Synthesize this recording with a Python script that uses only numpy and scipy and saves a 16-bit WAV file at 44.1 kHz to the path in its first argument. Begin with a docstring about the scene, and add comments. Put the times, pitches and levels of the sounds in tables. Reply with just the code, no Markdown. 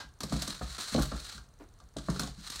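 """A small dog twice scrambles up a smooth wooden ramp in a carpeted room and slips back down.
Paws and weight push on the ramp's decaying modes; pads slap it in short bursts of soft noise.
Claws click in bright bursts, ring the upper modes, and scrape as dense random clicks while sliding.
A paw brushes the carpet once; below lie a noise rumble and a faint, even ticking near the microphone."""
import sys
import numpy as np
from scipy import signal
from scipy.fft import rfft, irfft
from scipy.io import wavfile

SR = 44100
rng = np.random.default_rng(int(sys.argv[2]) if len(sys.argv) > 2 else 0)


def master_out(mix):
    """Clip the mix to full scale and print it as 16-bit PCM to the path in sys.argv[1]."""
    frames = np.transpose(np.atleast_2d(mix))
    ceiling = np.clip(frames, -1, 1)
    pcm = np.round(ceiling * 32767).astype(np.int16)
    wavfile.write(sys.argv[1], SR, pcm)


N = 114660

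# Paws landing on the ramp. Each row: start in seconds, pad thump in dB, slap in dB, weight in dB,
# brightness in Hz (slap low-pass; also sets the pad's contact time).
PAW_LANDINGS = [(.036, -47, -65.5, -35.5, 300), (.205, -45, -42, -56, 1970), (0.225, -47, -72, -45, 900),
                (.234, -31.5, -43.5, -54, 1980), (.305, -35, -60, -52, 250),
                (.320, -25.5, -34.5, -20, 1640), (0.353, -30, -50, -27, 910), (0.422, -40, -45, -69, 1910),
                (.477, -33, -39, -27, 583), (.611, -37.5, -34.5, -21.5, 1690), (0.688, -54, -51, -30, 291),
                (0.781, -54, -46, -46, 1490), (.918, -35.5, -50, -47, 350), (0.9459, -23.5, -23, -44, 770),
                (.976, -21, -23.5, -11.5, 630), (.985, -55, -30.5, -47, 1840),
                (0.994, -33, -32.5, -36, 806), (1.116, -36, -34.5, -17.5, 1720),
                (1.134, -39, -43, -34, 940), (1.343, -45.5, -66, -32, 274), (1.381, -58, -58, -28, 1440),
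                (1.475, -70, -84, -65, 905), (1.812, -58.5, -58.5, -32.5, 1520),
                (1.9633, -33, -36.5, -28.5, 810), (2.0835, -22.5, -34, -40, 1500),
                (2.1, -31, -50, -25, 1500), (2.158, -46, -42.5, -45, 1700),
                (2.194, -32.5, -34.5, -44, 2040), (2.228, -34, -41.5, -33, 1310),
                (2.274, -47, -44.5, -24.5, 920), (2.377, -39.5, -66, -37, 250), (2.546, -58, -61, -35, 250)]
# Modes of the ramp. Each row: frequency in Hz, level in dB, t60 in seconds.
RAMP_MODES = [(46.2, -12, 0.45), (61.5, -6.5, 0.27), (136.56, -5, 0.48), (153, -4, 0.18), (185, 1.5, 0.2),
              (218.5, -1.5, 0.24), (279.3, -7.5, 0.16), (341, -13.5, 0.3), (411.5, -13.5, 0.15),
              (525, -13.5, 0.091), (650.5, -13.5, 0.14), (695, -28, 0.21), (886, -20, 0.1),
              (1184, -9.5, 0.053), (1401, -14, 0.041), (1588, -19.5, 0.074)]
# Claws striking the surface. 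Each row: start in seconds, click in dB,
# upper-mode ring in dB before CLAW_RING_GAIN_DB, brightness in Hz (capped at TOP_HZ).
CLAW_STRIKES = [(0.2054, -34, -65, 11700), (0.2333, -31.5, -45, 11400), (.296, -43, -62, 8950),
                (0.324, -35.5, -43, 10700), (0.364, -34, -62, 8000), (0.421, -27.5, -31, 11300),
                (0.4769, -32, -34, 10900), (0.7813, -43, -43, 11800), (.862, -49, -64, 6960),
                (0.925, -54, -59, 6000), (0.943, -29.5, -69, 6800), (0.961, -27, -54, 4500),
                (0.995, -36.5, -62, 13000), (1.021, -33.5, -54, 15000), (1.031, -35, -24.5, 16000),
                (1.119, -40, -53, 6000), (1.3791, -42.5, -32, 5970), (1.801, -54, -39, 8100),
                (1.967, -38.5, -36, 8300), (1.985, -38.5, -35, 7750), (2.1, -36.5, -45, 9900),
                (2.161, -39.5, -32, 7950), (2.1949, -28, -28, 11800), (2.234, -35.5, -43, 8800),
                (2.273, -40, -54, 7800), (2.501, -34, -44, 11500), (2.558, -36, -63, 11200)]
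# Claws sliding, one level curve for each spell on the ramp. Each row: time in seconds, level in dB.
SLIDE_CURVES = [
    [(.205, -44), (.25, -50.5), (.28, -56.5), (.34, -45), (.43, -42.5), (.51, -42), (.59, -51.5),
     (.66, -50), (.71, -44), (.775, -48)],
    [(.78, -43), (.784, -40), (.84, -39.5), (.875, -41.5), (.912, -44), (.935, -39), (.98, -46),
     (1.025, -41), (1.075, -47.5), (1.15, -52), (1.18, -48), (1.28, -46), (1.35, -47), (1.40, -61.5),
     (1.47, -70)],
    [(1.97, -53.5), (2.03, -57.5), (2.085, -56.5), (2.11, -45), (2.14, -51), (2.185, -50), (2.21, -41.5),
     (2.26, -47), (2.35, -63.5), (2.39, -53.5), (2.44, -53.5), (2.46, -46), (2.6, -42)],
]
# Spectrum of a pad slap. Each row: frequency in Hz, relative density in dB per Hz.
SLAP_COLOUR = [(90, -41.5), (200, -3.5), (400, -6), (680, -1), (900, -8.5), (1250, -3.5), (1700, -9.5),
               (2200, -14.5), (4000, -28.5), (15000, -64)]
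# Spectrum of a claw click. Each row: frequency in Hz, relative density in dB per Hz.
CLAW_COLOUR = [(200, 6), (800, -9), (1400, -8.5), (2400, -8), (3400, 0), (4200, 5.5), (5000, 1.5),
               (8500, 0), (10500, -5.5), (15500, -5)]
# Spectrum of the first skid. Each row: frequency in Hz, relative density in dB per Hz.
SKID_COLOUR = [(200, -4.5), (600, -7.5), (880, -0.5), (1050, -7), (1370, 1), (1480, -3.5), (1600, 8),
               (1800, -8.5), (2200, -12.5), (3600, -4.5), (4500, -1.5), (5200, -7.5), (6800, -13),
               (8000, -18), (15500, -36)]
# Spectrum of the sliding claws. Each row: frequency in Hz, relative density in dB per Hz.
SCRAPE_COLOUR = [(150, -24.5), (400, -13.5), (900, -11), (1250, -3), (1700, -5), (2300, -10.5), (2900, -10),
                 (3600, -5.5), (4150, 3), (4900, -6.5), (6500, -7.5), (9000, -9.5), (10300, -18),
                 (15500, -26.5)]
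# Spectrum of a paw on carpet. Each row: frequency in Hz, relative density in dB per Hz.
CARPET_COLOUR = [(100, -51), (280, 9.5), (480, -6), (700, -8), (1300, -13), (2500, -24), (6000, -32.5),
                 (15000, -41)]
# Spectrum of the room rumble. Each row: frequency in Hz, relative density in dB per Hz.
FLOOR_COLOUR = [(20, -51), (30, 10), (65, -2), (95, -1.5), (180, -13), (300, -19.5), (500, -21),
                (900, -22.5), (1300, -22.5), (2400, -35), (3500, -34.5), (4200, -26.5), (5000, -37),
                (7800, -36), (9100, -31.5), (10500, -43), (15500, -47)]

CONTACT_CYCLES = 1.04  # pad contact, in periods of its brightness
WEIGHT_S, WEIGHT_LAG_S = 0.014, 0.0099
BOARD_RISE_S, MODE_SCATTER_DB, BOARD_ROOM_DB = 0.00076, 3, -6
PAW_DAMP_S, PAW_DAMP_DB = 0.0046, 5  # the paw stays on the board and soaks up the first of the ring
SLAP_RISE_S, SLAP_T60_S, SLAP_ROOM_DB = 0.002, 0.046, -3
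CLAW_RISE_S, CLAW_T60_S, CLAW_ROOM_DB = 0.00018, 0.038, -7
CLAW_LOWEST_HZ, CLAW_RING_GAIN_DB = 1080, 1.5  # a claw is too light to move the modes below this
SKID_START_S, SKID_RISE_S, SKID_T60_S, SKID_DB = 0, 0.0034, 0.14, -41.5
CATCHES_PER_S, CATCH_SPREAD_DB = 7000, -2.5
JUDDER_HZ, JUDDER_DB = 103.9, 2.58
SNAGS_PER_S, SNAG_DB, SNAG_SPREAD_DB, SNAG_T60_S = 220, -9.5, 2, 0.0057
LOW_SPLIT_HZ, HIGH_SPLIT_HZ = 2500, 5200
SCRAPE_DRIFT_HZ, SCRAPE_DRIFT_DB, SCRAPE_ROOM_DB = 24.54, 0.5, -10.5
SCUFF_START_S, SCUFF_RISE_S, SCUFF_T60_S, SCUFF_DB = 1.595, 0.03, 0.15, -47.5
TICK_OFFSET_S, TICK_PERIOD_S, TICK_WIDTH_S = 0.0897, 0.05, 0.00036
TICK_HZ, TICK_DB, TICK_EDGE_DB = 6200, -52.5, -49
FLOOR_DB = -57
ROOM_T60_S, ROOM_GAP_S = 0.22, 0.008
TAIL_HIGHPASS_HZ = 104  # the room tail is high-passed here; lower sounds stay dry
TOP_HZ = 15750


def undb(db):
    """Decibels to gain."""
    return 10 ** (np.asarray(db) / 20)


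def unit(x):
    """Scale to rms 1."""
    return x / np.sqrt(np.mean(x ** 2))


def add(out, start_s, sound):
    """Mix a sound in at a time."""
    i = max(int(start_s * SR), 0)
    out[i:i + len(sound)] += sound[:max(len(out) - i, 0)]


def filtered(x, order, hz, kind="low"):
    """Causal Butterworth filter."""
    return signal.sosfilt(signal.butter(order, hz, kind, fs=SR, output="sos"), x)


def colour(x, points):
    """Minimum-phase filter through (Hz, dB) points; white noise keeps its level."""
    size = 4096
    bins_hz = np.arange(size // 2 + 1) * SR / size
    hz, db = np.array(points, float).T
    gain = unit(undb(np.interp(np.log(bins_hz + 1), np.log(hz), db)))
    # folding the cepstrum makes the filter causal
    cepstrum = irfft(np.log(gain))
    cepstrum[1:size // 2] *= 2
    cepstrum[size // 2 + 1:] = 0
    impulse = irfft(np.exp(rfft(cepstrum)))
    return signal.fftconvolve(x, impulse)[:len(x)]


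def strike(rise_s, t60_s):
    """One second of envelope that rises and dies away; peak 1."""
    t = np.arange(SR) / SR
    env = (1 - np.exp(-t / rise_s)) * np.exp(-np.log(1000) * t / t60_s)
    return env / env.max()


def push(length_s):
    """A smooth force of unit area: one sine-squared hump."""
    t = np.arange(int(length_s * SR) + 2) / SR
    force = np.sin(np.pi * np.minimum(t / length_s, 1)) ** 2
    return force / force.sum()


def walk(points_per_s):
    """Random values joined by straight lines; rms 1."""
    values = rng.standard_normal(N)
    return unit(np.interp(np.arange(N) / SR * points_per_s, np.arange(N), values))


def grains(per_s, spread_db):
    """Clicks at random moments, of either sign and uneven size; rms 1."""
    present = rng.random(N) < per_s / SR
    sign = np.sign(rng.standard_normal(N))
    size = undb(spread_db * rng.standard_normal(N))
    return unit(present * sign * size)


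def impacts(rows, rise_s, t60_s, points):
    """Short coloured bursts of contact noise, one for each (s, dB, brightness Hz) row."""
    out, env = np.zeros(N), strike(rise_s, t60_s)
    for (start_s, db, hz), noise in zip(rows, rng.standard_normal((len(rows), SR))):
        burst = filtered(env * noise, 3, min(hz, TOP_HZ))
        add(out, start_s, undb(db) * burst)
    return colour(out, points)


def room(x, wet_db):
    """The direct sound and the short decaying-noise tail of a carpeted room."""
    tail = rng.standard_normal(SR) * strike(ROOM_GAP_S, ROOM_T60_S)
    tail = filtered(tail, 3, TAIL_HIGHPASS_HZ, "high")
    tail /= np.linalg.norm(tail)
    return x + undb(wet_db) * signal.fftconvolve(x, tail)[:N]


def modes():
    """The ring of each ramp mode, one to a row: a quick first drop, then a slower fade."""
    t = np.arange(SR) / SR
    paw_damping = undb(PAW_DAMP_DB * (np.exp(-t / PAW_DAMP_S) - 1.0))
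    rings = []
    for k, (hz, db, t60_s) in enumerate(RAMP_MODES):
        tone = np.sin(2 * np.pi * hz * t) * strike(BOARD_RISE_S, t60_s)
        rings.append((-1) ** k * undb(db) * tone)  # alternate polarity
    return paw_damping * np.array(rings)


def board():
    """Each pad knocks the modes; the weight follows as a slow push that moves only the lowest."""
    out, rings = np.zeros(N), modes()
    spots = rng.standard_normal((len(PAW_LANDINGS), len(RAMP_MODES)))
    for (start_s, pad_db, _, weight_db, hz), spot in zip(PAW_LANDINGS, spots):
        ring = undb(MODE_SCATTER_DB * spot) @ rings
        thump = signal.fftconvolve(ring, push(CONTACT_CYCLES / hz))
        boom = signal.fftconvolve(ring, push(WEIGHT_S))
        add(out, start_s, undb(pad_db) * thump)
        add(out, start_s + WEIGHT_LAG_S, undb(weight_db) * boom)
    return room(out, BOARD_ROOM_DB)


def slaps():
    """Pads slap the surface; a softer landing is duller."""
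    rows = [(start_s, slap_db, hz) for start_s, _, slap_db, _, hz in PAW_LANDINGS]
    return room(impacts(rows, SLAP_RISE_S, SLAP_T60_S, SLAP_COLOUR), SLAP_ROOM_DB)


def claws():
    """Claws click and ring the ramp's upper modes; a paw first skids onto the foot of the ramp."""
    mode_hz = np.array(RAMP_MODES)[:, :1]
    rings = modes() / (1 + (CLAW_LOWEST_HZ / mode_hz) ** 6)
    rows = [(start_s, click_db, hz) for start_s, click_db, _, hz in CLAW_STRIKES]
    out = impacts(rows, CLAW_RISE_S, CLAW_T60_S, CLAW_COLOUR)
    spots = rng.standard_normal((len(CLAW_STRIKES), len(RAMP_MODES)))
    for (start_s, _, ring_db, _), spot in zip(CLAW_STRIKES, spots):
        add(out, start_s, undb(ring_db + CLAW_RING_GAIN_DB + MODE_SCATTER_DB * spot) @ rings)
    skid = impacts([(SKID_START_S, SKID_DB, TOP_HZ)], SKID_RISE_S, SKID_T60_S, SKID_COLOUR)
    return room(out + skid, CLAW_ROOM_DB)


def slide_effort():
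    """Gain of the sliding claws: each spell follows its curve, with silence outside."""
    t, effort = np.arange(N) / SR, np.zeros(N)
    for curve in SLIDE_CURVES:
        during = (t >= curve[0][0]) & (t < curve[-1][0])
        effort += undb(np.interp(t, *np.array(curve).T)) * during
    return effort


def scrape():
    """Claws catch and slip thousands of times a second, with coarser snags; the colour drifts."""
    fine_clicks = grains(CATCHES_PER_S, CATCH_SPREAD_DB)
    judder = undb(JUDDER_DB * walk(JUDDER_HZ))
    catches = unit(fine_clicks * judder)
    snag_hits = np.abs(grains(SNAGS_PER_S, SNAG_SPREAD_DB))
    snag_env = signal.fftconvolve(snag_hits, strike(1 / SR, SNAG_T60_S))[:N]
    snags = unit(snag_env * rng.standard_normal(N))
    friction = unit(catches + undb(SNAG_DB) * snags)
    hiss = colour(slide_effort() * friction, SCRAPE_COLOUR)

    # zero-phase splits; the bands add back up to the hiss
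    below_low = signal.sosfiltfilt(signal.butter(3, LOW_SPLIT_HZ, fs=SR, output="sos"), hiss)
    below_high = signal.sosfiltfilt(signal.butter(3, HIGH_SPLIT_HZ, fs=SR, output="sos"), hiss)
    bands = (below_low, below_high - below_low, hiss - below_high)
    drifting = sum(band * undb(SCRAPE_DRIFT_DB * walk(SCRAPE_DRIFT_HZ)) for band in bands)
    return room(drifting, SCRAPE_ROOM_DB)


def carpet_scuff():
    """A paw brushes the carpet: one soft, slow-rising noise burst."""
    row = (SCUFF_START_S, SCUFF_DB, TOP_HZ)
    return impacts([row], SCUFF_RISE_S, SCUFF_T60_S, CARPET_COLOUR)


def ticking():
    """Tiny high ticks at an even rate: a sharp edge inside a very short ping."""
    t = np.arange(N) / SR - TICK_OFFSET_S
    near_s = (t + TICK_PERIOD_S / 2) % TICK_PERIOD_S - TICK_PERIOD_S / 2  # time from the nearest tick
    ping = undb(TICK_DB) * np.sin(2 * np.pi * TICK_HZ * near_s)
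    edge = undb(TICK_EDGE_DB) * np.sinc(near_s * SR)
    return np.exp(-(near_s / TICK_WIDTH_S) ** 2) * (ping + edge)


def room_floor():
    """Steady noise, mostly low rumble."""
    return undb(FLOOR_DB) * unit(colour(rng.standard_normal(N), FLOOR_COLOUR))


def scene():
    """Dog, ramp and room, the same in both channels."""
    scuff = carpet_scuff()
    floor = room_floor()
    dog = board() + slaps() + claws() + scrape() + scuff
    return np.tile(dog + ticking() + floor, (2, 1))


def record(dry):
    """The microphone drops the deepest bass and cuts the top."""
    thin = filtered(dry, 2, 32, "high")
    return signal.sosfilt(signal.ellip(10, .2, 80, TOP_HZ, fs=SR, output="sos"), thin)


dry = scene()
out = record(dry)
master_out(out)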